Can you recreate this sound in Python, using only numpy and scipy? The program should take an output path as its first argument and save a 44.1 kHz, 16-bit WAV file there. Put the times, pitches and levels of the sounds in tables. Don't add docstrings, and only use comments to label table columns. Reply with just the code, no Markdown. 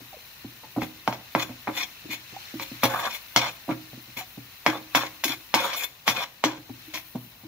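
import sys
import numpy as np
from scipy import signal
from scipy.fft import rfft, irfft, next_fast_len
from scipy.io import wavfile
from scipy.ndimage import uniform_filter1d

SR = 44100
rng = np.random.default_rng(int(sys.argv[2]) if len(sys.argv) > 2 else 0)


def dump(signal):
    limited = np.clip(np.atleast_2d(signal).T, -1, 1)
    pcm = np.round(limited * 32767).astype(np.int16)
    wavfile.write(sys.argv[1], SR, pcm)


N = 329427
TIME = np.arange(N) / SR

# start_s, strength_db, hardness_db_per_octave, clang_db (bowl, near 2 kHz),
# spit_db (squeezed paste), chatter_db (against first contact), thud_db (pan base), hum_db (pan bowl)
TAPS = [(0.634, -47, -15, 7, 0, -4, -53, -59), (0.763, -32.5, -14, -7, 0, 7, -27, -28.5),
        (0.819, -30.5, -5.5, 7, 7, -10, -30, -47), (1.0767, -19, -6.5, -2, 0, -24, -29.5, -40.5),
        (1.1268, -32.5, -3.5, 1, -14, -14, -52, -59), (1.3504, -18.5, -7, 6, 0, -30, -30, -30.5),
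        (1.493, -46, -7, 6, 0, -8, -38, -52), (1.673, -26.5, -11.5, 11.5, -2, 0.5, -41.5, -33.5),
        (2.111, -48, -3.5, 12, 0, -8, -69, -76), (2.132, -45, 0.5, 6, 2, -12, -55, -72),
        (2.597, -36, -2, 6.5, -4, 7, -45, -44.5), (2.834, -17.5, -2.05, 0.5, 6, -3, -25, -35.5),
        (3.362, -17.5, 1.4, -3, -9, -10, -28.5, -36), (3.691, -32, -9, 0, 0, -6, -31, -36),
        (3.709, -39.5, -4.5, 12, 0, -11, -33.5, -39.5), (4.6637, -16, -3.5, 6.5, -5, -21, -30.5, -26.5),
        (4.754, -35, -16, 6, 0, -8, -54, -58), (4.9496, -18, -0.9, 3.5, -2, -17, -33, -35),
        (5.035, -31.5, -8.5, 5, 4, -27, -71, -48), (5.2387, -29.5, 3, 1, 2.5, -7, -67, -36.5),
        (5.5411, -18, -0.5, 0, -3.5, -18, -36, -34.5), (5.732, -41, 4, 4, -8, -12, -76, -63),
        (6.0788, -20, 0.4, 2.5, -4, -17.5, -33, -43.5), (6.4396, -19, -1.75, 1.5, -6.5, -10.5, -34, -25),
        (6.939, -38.5, 2, 2, -11, 3, -58, -48), (6.975, -45, 2, 7.5, 2, -16, -66, -68),
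        (7.156, -41.5, -6, -7, 0, 4, -74, -72)]
# freq_hz, likeness (1 alike, negative opposed)
MIC_LIKENESS = [(100, 1.2), (330, 0.84), (700, 0.72), (1400, 0.5), (2500, -0.44), (15000, 0.5)]


def amp(db):
    return 10 ** (np.asarray(db) / 20)


def rms_one(x):
    return x / np.sqrt(np.mean(x ** 2) + 1e-20)


def onset_one(x):
    return x / np.std(x[:, :SR // 20])


def at_hz(points, hz):
    f, value = np.transpose(points)
    return np.interp(np.log(hz + 1e-3), np.log(f), value)


def gains_in_time(rows):
    s, *columns = np.transpose(rows)
    return [amp(np.interp(TIME, s, c)) for c in columns]


def add(out, s, sound):
    i = max(int(s * SR), 0)
    out[..., i:i + sound.shape[-1]] += sound[..., :N - i]


def through(x, response):
    x = np.atleast_2d(x)
    return signal.fftconvolve(x, np.atleast_2d(response), axes=-1)[:, :x.shape[-1]]


def coloured(x, spectrum, size=2048):
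    level_db = at_hz(spectrum, np.fft.rfftfreq(size, 1 / SR))
    cepstrum = irfft(np.log(amp(level_db)))
    cepstrum[1:size // 2] *= 2
    cepstrum[size // 2 + 1:] = 0
    return through(x, irfft(np.exp(rfft(cepstrum))))


def diffuse(size):
    padded = next_fast_len(size)
    mid, side = rfft(rng.standard_normal((2, padded)))
    alike = np.clip(at_hz(MIC_LIKENESS, np.fft.rfftfreq(padded, 1 / SR)), -.99, .99)
    stereo = np.sqrt(1 + alike) * mid + np.sqrt(1 - alike) * side * [[1], [-1]]
    return rms_one(irfft(stereo, padded)[:, :size])


def dying_noise(t60, size):
    return rms_one(diffuse(size) * amp(-60 * TIME[:size] / t60)) / np.sqrt(size)


def drift(rate):
    knots = rng.standard_normal(4096)
    return rms_one(np.interp(TIME * rate, np.arange(len(knots)), knots))


def grains(per_s, spread_db, size):
    sizes = amp(spread_db * np.minimum(rng.exponential(1, size), 4)) * rng.choice([-1, 1], size)
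    return rms_one(sizes * (rng.random(size) < per_s / SR))


def crackle(per_s, spread_db, flutter_db, burst_s=0.0017):
    bursts = grains(per_s, spread_db, N) ** 2 + 1e-18
    energy = signal.lfilter([1], [1, -np.exp(-1 / (burst_s * SR))], bursts)
    return diffuse(N) * np.sqrt(energy) * amp(flutter_db * drift(40))


def sizzling(bubbling_db, spray_db, chirps_db):
    # time_s, bubbling_db, spray_db
    activity = [(0, -46.5, -50), (1.0, -47, -52), (1.7, -45.5, -50.5), (2.24, -45, -52.5),
                (2.45, -41.5, -50.5), (2.75, -42, -47), (3.26, -45, -47), (3.7, -46, -50),
                (4.55, -47.5, -51), (5.15, -46, -49.5), (5.5, -47.5, -50), (5.95, -50, -54),
                (6.64, -50.5, -56), (6.85, -46, -51), (7.1, -50, -49), (7.47, -51.5, -54.5)]
    # freq_hz, level_db (per Hz)
    bubbling_colour = [(500, -11), (1050, -4.5), (1700, -2), (2100, -1), (2580, 1.5), (2950, 0.5),
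                       (3500, -2), (4200, 2.5), (4650, -6.5), (5300, -1.5), (6300, -3.5), (8200, -17),
                       (11000, -16.5)]
    # freq_hz, level_db (per Hz)
    spray_colour = [(5000, -54), (8200, -23), (10000, -8), (12000, -6), (13200, -1.5), (14400, 0),
                    (15400, -0.5)]
    bubbling, spray = gains_in_time(activity)
    chirps = np.zeros((2, N))
    for hz in np.geomspace(1100, 5000, 40) * rng.uniform(.98, 1.02, 40):
        b, a = signal.iirpeak(hz, 45, fs=SR)
        chirp = rms_one(signal.lfilter(b, a, grains(40, 0.34, N) + 1e-18))
        chirps += chirp * np.sqrt(hz) * rng.choice([-1, 1], (2, 1))
    bubbles = rms_one(crackle(per_s=6000, spread_db=0.5, flutter_db=0.2))
    bubbles = bubbles + amp(chirps_db) * rms_one(chirps)
    fine = crackle(per_s=4900, spread_db=1.5, flutter_db=-1.2)
    return (amp(bubbling_db) * bubbling * rms_one(coloured(bubbles, bubbling_colour))
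            + amp(spray_db) * spray * rms_one(coloured(fine, spray_colour)))


def pan_response(direct_db, wash_db, wash_t60, modes_db, size=12000):
    # freq_hz, height_db (over plain contact), t60_s, left_right_db
    pan_modes = [(540, 7, .17, -4), (581, 3, .14, -4), (720, 1, .13, -1), (787, 1, .11, -3),
                 (900, 2, .11, -2), (975, 1, .1, -4), (1078, 0, .09, -4), (1582, 7, .15, 4),
                 (1695, 4, .13, 3), (2040, 4, .12, 0), (2110, 3, .1, 1), (2214, 6, .1, 5),
                 (2445, 7, .13, 2), (2650, 4, .14, 0), (2970, 1, .08, 1), (3190, 5, .07, 2),
                 (3288, 7, .1, 2), (3499, 10, .08, 2), (3990, 3, .06, -3), (4270, 3, .05, 2),
                 (5300, 2, .03, -4), (5770, 0, .03, 0), (6795, 7, .07, 10)]
    t = TIME[:size]
    out = amp(wash_db) * dying_noise(wash_t60, size)
    out[0, 3] += amp(direct_db)
    out[1, 0] += amp(direct_db)
    for hz, db, t60, side_db in pan_modes:
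        rate = np.log(1000) / t60
        height_db = modes_db + db + rng.normal(0, 3) + side_db / 2 * np.array([[1], [-1]])
        height = amp(height_db) * 2 * rate / SR
        unlike = 1 - at_hz(MIC_LIKENESS, hz)
        phase = rng.uniform(0, 2 * np.pi) + rng.normal(0, 1.92, (2, 1)) * unlike
        out += height * np.exp(-rate * t) * np.cos(2 * np.pi * hz * t + phase)
    return out


def shoves():
    # start_s, thud_db (pan base), hum_db (pan bowl)
    nudges = [(0.002, -49.5, -56), (0.442, -37.5, -51.5), (2.041, -53, -44), (2.085, -48, -43),
              (2.321, -51.5, -52.5), (2.536, -38.5, -38), (2.712, -40.5, -49), (3.678, -32, -27.5),
              (3.928, -43, -71), (3.972, -48, -56.5), (4.077, -52, -63), (4.165, -45.5, -53),
              (4.372, -40.5, -63), (4.811, -51, -53), (5.245, -60, -34.5), (5.285, -42, -40.5),
              (6.578, -51, -48.5), (6.692, -37, -48), (6.865, -66, -47), (6.929, -51, -59),
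              (7.148, -30, -44), (7.432, -46, -44)]
    boom_db, boom_follows = -16, 0.78
    rows = [(s, thud_db, hum_db) for s, *_, thud_db, hum_db in TAPS + nudges]
    return [(s, boom_db + boom_follows * thud_db, thud_db, hum_db) for s, thud_db, hum_db in rows]


def thuds(level_db, rise_s, clunk_db, push_db, push_s, size=10000):
    # freq_hz, level_db, t60_s
    support_modes = [(58, -15, .25), (90, -11, .1), (121, 0, .22), (141, -11, .1), (182, -10, .08),
                     (243, -3, .09), (275, -9, .07), (311, 1, .22), (362, -15, .07)]
    part_edges_hz = [205, 285]
    # freq_hz, level_db (per Hz)
    shove_colour = [(25, -24), (60, -15), (90, -12), (120, 0), (310, 0), (400, -6), (900, -14)]
    # freq_hz, level_db (per Hz)
    clunk_colour = [(150, -11.5), (400, -8), (750, 0.5), (1500, -25), (4000, -35)]
    hum_lag_s = 0.00911
    out, t = np.zeros((2, N)), TIME[:size]
    bowl = pan_response(direct_db=8.5, wash_db=-2, wash_t60=0.032, modes_db=-15, size=size)
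    bowl = coloured(bowl, clunk_colour)
    push = np.exp(-((t - rise_s) / push_s) ** 2)
    for s, *parts_db in shoves():
        shove = diffuse(size) * (t / rise_s) * np.exp(-t / rise_s) / np.sqrt(rise_s * SR)
        shove = coloured(shove + amp(push_db) * push / push.sum(), shove_colour)
        add(out, s, amp(parts_db[1] + clunk_db) * onset_one(through(shove, bowl)))
        for hz, mode_db, t60 in support_modes:
            r, w = amp(-60 / (t60 * SR)), 2 * np.pi * hz / SR
            ring = signal.lfilter([1, 0, -1], [1, -2 * r * np.cos(w), r * r], shove)
            part_db = parts_db[np.searchsorted(part_edges_hz, hz)]
            gain = amp(level_db + part_db + mode_db) * rng.choice([-1, 1])
            lag_s = hum_lag_s * (hz > part_edges_hz[-1])
            add(out, s + lag_s, gain * onset_one(ring))
    return out


def plops(opening_s, size=4000):
    # start_s, pitch_hz, level_db (before the opening ramp), t60_s
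    pockets = [(0.129, 760, -35.5, 0.056), (0.140, 620, -37, 0.069), (0.168, 493, -36, 0.032),
               (0.634, 876, -39, 0.088), (2.342, 767, -43, 0.083), (2.3645, 790, -26, 0.045),
               (4.208, 746, -31, 0.089)]
    out, t = np.zeros(N), TIME[:size]
    for s, hz, db, t60 in pockets:
        envelope = amp(db - 60 * t / t60) * (1 - np.exp(-t / opening_s))
        add(out, s, envelope * np.sin(2 * np.pi * hz * t))
    return out


def voiced(hit, hardness, clang_db, spit_db, size=1100):
    # low_hz, high_hz
    tap_bands = [(450, 1600), (1600, 2700), (2700, 4500), (4500, 8000), (8000, 15500)]
    # level_db (middling hardness), hardness_leverage_octaves
    tap_registers = [(-0.5, 0), (-4, 1.37), (-2.5, 2.08), (-4.5, 2.5), (-9, 3)]
    register_tilt = 0.49
    power = np.mean(np.abs(rfft(hit[:, :size], 4 * size)) ** 2, axis=0) / (2 * size ** 2)
    hz = np.fft.rfftfreq(4 * size, 1 / SR)
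    plain_db, octaves = np.transpose(tap_registers)
    levels_db = plain_db + hardness * octaves + [0, clang_db, 0, 0, spit_db]
    colour = []
    for (lo, hi), db in zip(tap_bands, levels_db):
        gain_db = db - 10 * np.log10(power[(hz > lo) & (hz < hi)].sum())
        for edge in (lo * 1.08, hi / 1.08):
            tilt_db = register_tilt * hardness * np.log2(edge / np.sqrt(lo * hi))
            colour.append((edge, gain_db + tilt_db))
    return coloured(hit, colour)


def taps(level_db, chatter_db, chatter_t60, contact_hz, size=12000):
    ring_follows = 0.33
    out = np.zeros((2, N))
    # freq_hz, level_db
    contact = [(60, -42.5), (200, -7.5), (420, -5.5), (650, 4.5), (1000, 6.5), (1500, 1.5),
               (2200, 13.5), (2900, 4.0), (4200, 4.0), (4800, -3.5), (5900, -1.0), (7200, -14),
               (8200, -9.5), (10000, 1.5), (15000, 1.5)]
    lowpass = signal.butter(2, min(contact_hz, 15000), fs=SR, output="sos")
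    knock = signal.sosfilt(lowpass, np.eye(1, size)[0])
    for s, strength_db, hardness, clang_db, spit_db, buzz_db, *_ in TAPS:
        buzz = grains(3000, 6.3, size) * amp(-60 * TIME[:size] / chatter_t60)
        buzz = buzz / np.sqrt(np.sum(buzz ** 2))
        buzz = coloured(buzz, [(600, -1.0), (1500, -7.5), (3500, 1.0)])
        ring_db = ring_follows * min(hardness, 0)
        pan = pan_response(direct_db=4.5, wash_db=1.0 + ring_db / 2, wash_t60=0.11, modes_db=4.0 + ring_db)
        hit = through(amp(buzz_db + chatter_db) * buzz - knock, pan)
        hit = voiced(coloured(hit, contact), hardness, clang_db, spit_db)
        add(out, s, amp(level_db + strength_db) * hit)
    return signal.sosfilt(signal.butter(2, 150, "high", fs=SR, output="sos"), out)


def stroke_gains():
    # start_s, length_s, bite_time_constant_s, grind_db, rasp_db, smear_db (paste hiss),
    # sing_db (pan), pressure_rise_db_per_s
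    strokes = [(0.816, 0.03, 0.013, -45, -41, -55, -60, 50), (1.077, 0.059, 0.01, -47, -49, -59, -64, 0),
               (1.393, .04, 0.017, -38.5, -32.5, -48, -49, 2),
               (1.678, 0.011, 0.0037, -34, -53, -71, -62, 0),
               (1.776, 0.059, 0.024, -39.5, -30.5, -47, -45, -66),
               (2.112, 0.03, 0.007, -54, -31.5, -48, -51, 0), (2.622, 0.014, .01, -58, -35, -46.5, -48, 0),
               (2.832, 0.038, 0.0054, -40, -36.5, -47, -50, -100),
               (2.9, .18, .008, -30, -42.5, -51, -36, 5), (3.044, 0.018, .012, -38, -34, -63, -31, 0),
               (3.097, 0.062, .0069, -49, -35.5, -50.5, -46, 62),
               (3.371, 0.12, 0.0085, -32.5, -31, -63, -35, -19),
               (3.702, 0.021, .009, -34.5, -53, -73, -46, 0),
               (4.173, 0.035, 0.0043, -42, -34.5, -48.5, -57, -52),
               (4.675, .11, 0.0076, -36, -38.5, -60, -52, -130),
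               (4.965, 0.1, .01, -33.5, -32, -52, -52, -160),
               (5.282, 0.053, 0.011, -42.5, -31, -48, -50, 0),
               (5.559, 0.12, 0.011, -32, -32, -47.5, -29, 16), (5.696, 0.051, .01, -37, -34.5, -56, -34, 0),
               (5.766, 0.079, .013, -45, -32, -40.5, -43, 20),
               (6.073, 0.081, 0.0048, -36.5, -33.5, -47, -32, -140),
               (6.17, .065, .035, -34.5, -31.5, -49, -35, 25),
               (6.44, 0.14, 0.0038, -41.5, -44, -74, -58, -110),
               (6.94, 0.032, 0.0023, -49.5, -34.5, -46, -62, -80)]
    lift_s = 0.014
    power = np.zeros((4, N))
    for s, length, bite_s, *levels_db, rise_db_per_s in strokes:
        near = slice(max(int((s - .1) * SR), 0), int((s + length + .15) * SR))
        t = TIME[near] - s
        contact = np.exp(np.minimum(t, 0) / bite_s - np.maximum(t - length, 0) / lift_s)
        pressure = amp(rise_db_per_s * (np.clip(t, 0, length) - length / 2))
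        power[:, near] += np.outer(amp(levels_db), contact * pressure) ** 2
    return np.sqrt(power)


def travelling(slips, spots, per_s):
    weights = np.array([amp(7.6 * drift(per_s)) for _ in spots])
    weights /= np.sqrt(np.sum(weights ** 2, axis=0))
    return sum(through(slips * weight, spot) for weight, spot in zip(weights, spots))


def shifting(x, depth_db, size=512):
    frames = signal.stft(x, nperseg=size)[2]
    patches = rng.standard_normal(frames.shape[1:])
    patches = uniform_filter1d(patches, size=4, axis=0)
    patches = uniform_filter1d(patches, size=5, axis=1)
    return signal.istft(frames * amp(depth_db * rms_one(patches)), nperseg=size)[1][:, :N]


def singing(noise):
    # freq_hz, width_hz, level_db
    singing_modes = [(550, 40, -7), (950, 90, -4), (1580, 70, -10), (3220, 130, -7), (3500, 75, 0)]
    modes = []
    for hz, width, db in singing_modes:
        b, a = signal.iirpeak(hz, hz / width, fs=SR)
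        modes.append(amp(db) * rms_one(signal.lfilter(b, a, noise)))
    return rms_one(sum(modes))


def scraping(grind_db, rasp_db, smear_db, sing_db):
    # freq_hz, level_db (per Hz)
    grind_colour = [(30, -62), (200, -21.5), (400, -24), (560, -11.5), (700, -6.5), (930, 1), (1300, -6.5),
                    (1900, -15), (3000, -24.5), (6000, -35)]
    # freq_hz, level_db (per Hz)
    rasp_colour = [(700, -24), (1750, -12), (2100, 0), (2500, 0), (2870, -8.5), (3450, -1.5), (3750, -7),
                   (4200, -4), (4700, -13), (5300, -12), (5750, -7.5), (6200, -14), (7000, -14),
                   (8300, -28), (12000, -36)]
    # freq_hz, level_db (per Hz)
    smear_colour = [(4000, -58), (7150, 4), (8300, -19), (8900, -7), (9400, -9), (9900, 1), (10750, -6),
                    (11500, 7), (12700, -4), (13900, 5), (15400, 2)]
    grind, rasp, smear, sing = stroke_gains()
    spots = [pan_response(direct_db=-6, wash_db=-2, wash_t60=0.04, modes_db=1) for _ in range(6)]
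    coarse = travelling(grains(1100, 3.2, N) * amp(2 * drift(150)), spots, per_s=22)
    fine = travelling(grains(1500, 3.2, N) * amp(2 * drift(180)), spots, per_s=22)
    wet = crackle(per_s=8000, spread_db=2.5, flutter_db=2.5)
    scrape = amp(grind_db) * grind * rms_one(coloured(coarse, grind_colour))
    scrape = scrape + amp(rasp_db) * rasp * rms_one(coloured(fine, rasp_colour))
    scrape = scrape + amp(smear_db) * smear * rms_one(coloured(wet, smear_colour))
    return shifting(scrape, depth_db=2) + amp(sing_db) * sing * singing(wet)


def kitchen(x, wet_db, t60_s=0.39, size=20000):
    tail = np.pad(dying_noise(t60_s, size), ((0, 0), (SR // 100, 0)))
    return x + amp(wet_db) * through(x, coloured(tail, [(300, 8.0), (2000, -4.0), (10000, -1)]))


def scene():
    # freq_hz, level_db (per Hz)
    room_colour = [(20, -34), (50, 3.5), (120, 3), (300, -7), (500, -8.5), (1000, -5.5), (2000, -23),
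                   (6000, -25.5)]
    knocks = taps(level_db=-1.5, chatter_db=9.0, chatter_t60=0.087, contact_hz=2900)
    scrapes = scraping(grind_db=1.0, rasp_db=-0.5, smear_db=7.0, sing_db=-5.0)
    stove = thuds(level_db=-2.0, rise_s=0.00457, clunk_db=-10.5, push_db=-3, push_s=0.00059)
    room_tone = amp(-59.0) * rms_one(coloured(diffuse(N), room_colour))
    frying = sizzling(bubbling_db=-2.5, spray_db=1.0, chirps_db=-7.5)
    stirring = knocks + scrapes + stove + plops(opening_s=0.0011)
    return kitchen(stirring, wet_db=-16.5) + frying + room_tone


def record(dry):
    # freq_hz, left_right_db
    mic_balance = [(300, 0), (600, -2), (1200, -1), (1700, 7), (2300, 5.5), (3200, 3.5), (4300, -1),
                   (5900, 1), (7500, 11.5), (10000, 5.5), (12500, 4), (15000, 10.5)]
    cutoff_hz, top = 15600, .95
    sides = []
    for x, sign in zip(dry, (1, -1)):
        sides.append(coloured(x, [(hz, sign * db / 2) for hz, db in mic_balance]))
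    rounded = top * np.tanh(np.vstack(sides) / top)
    return signal.sosfilt(signal.ellip(12, .1, 80, cutoff_hz, fs=SR, output="sos"), rounded)


dry = scene()
out = record(dry)
dump(out)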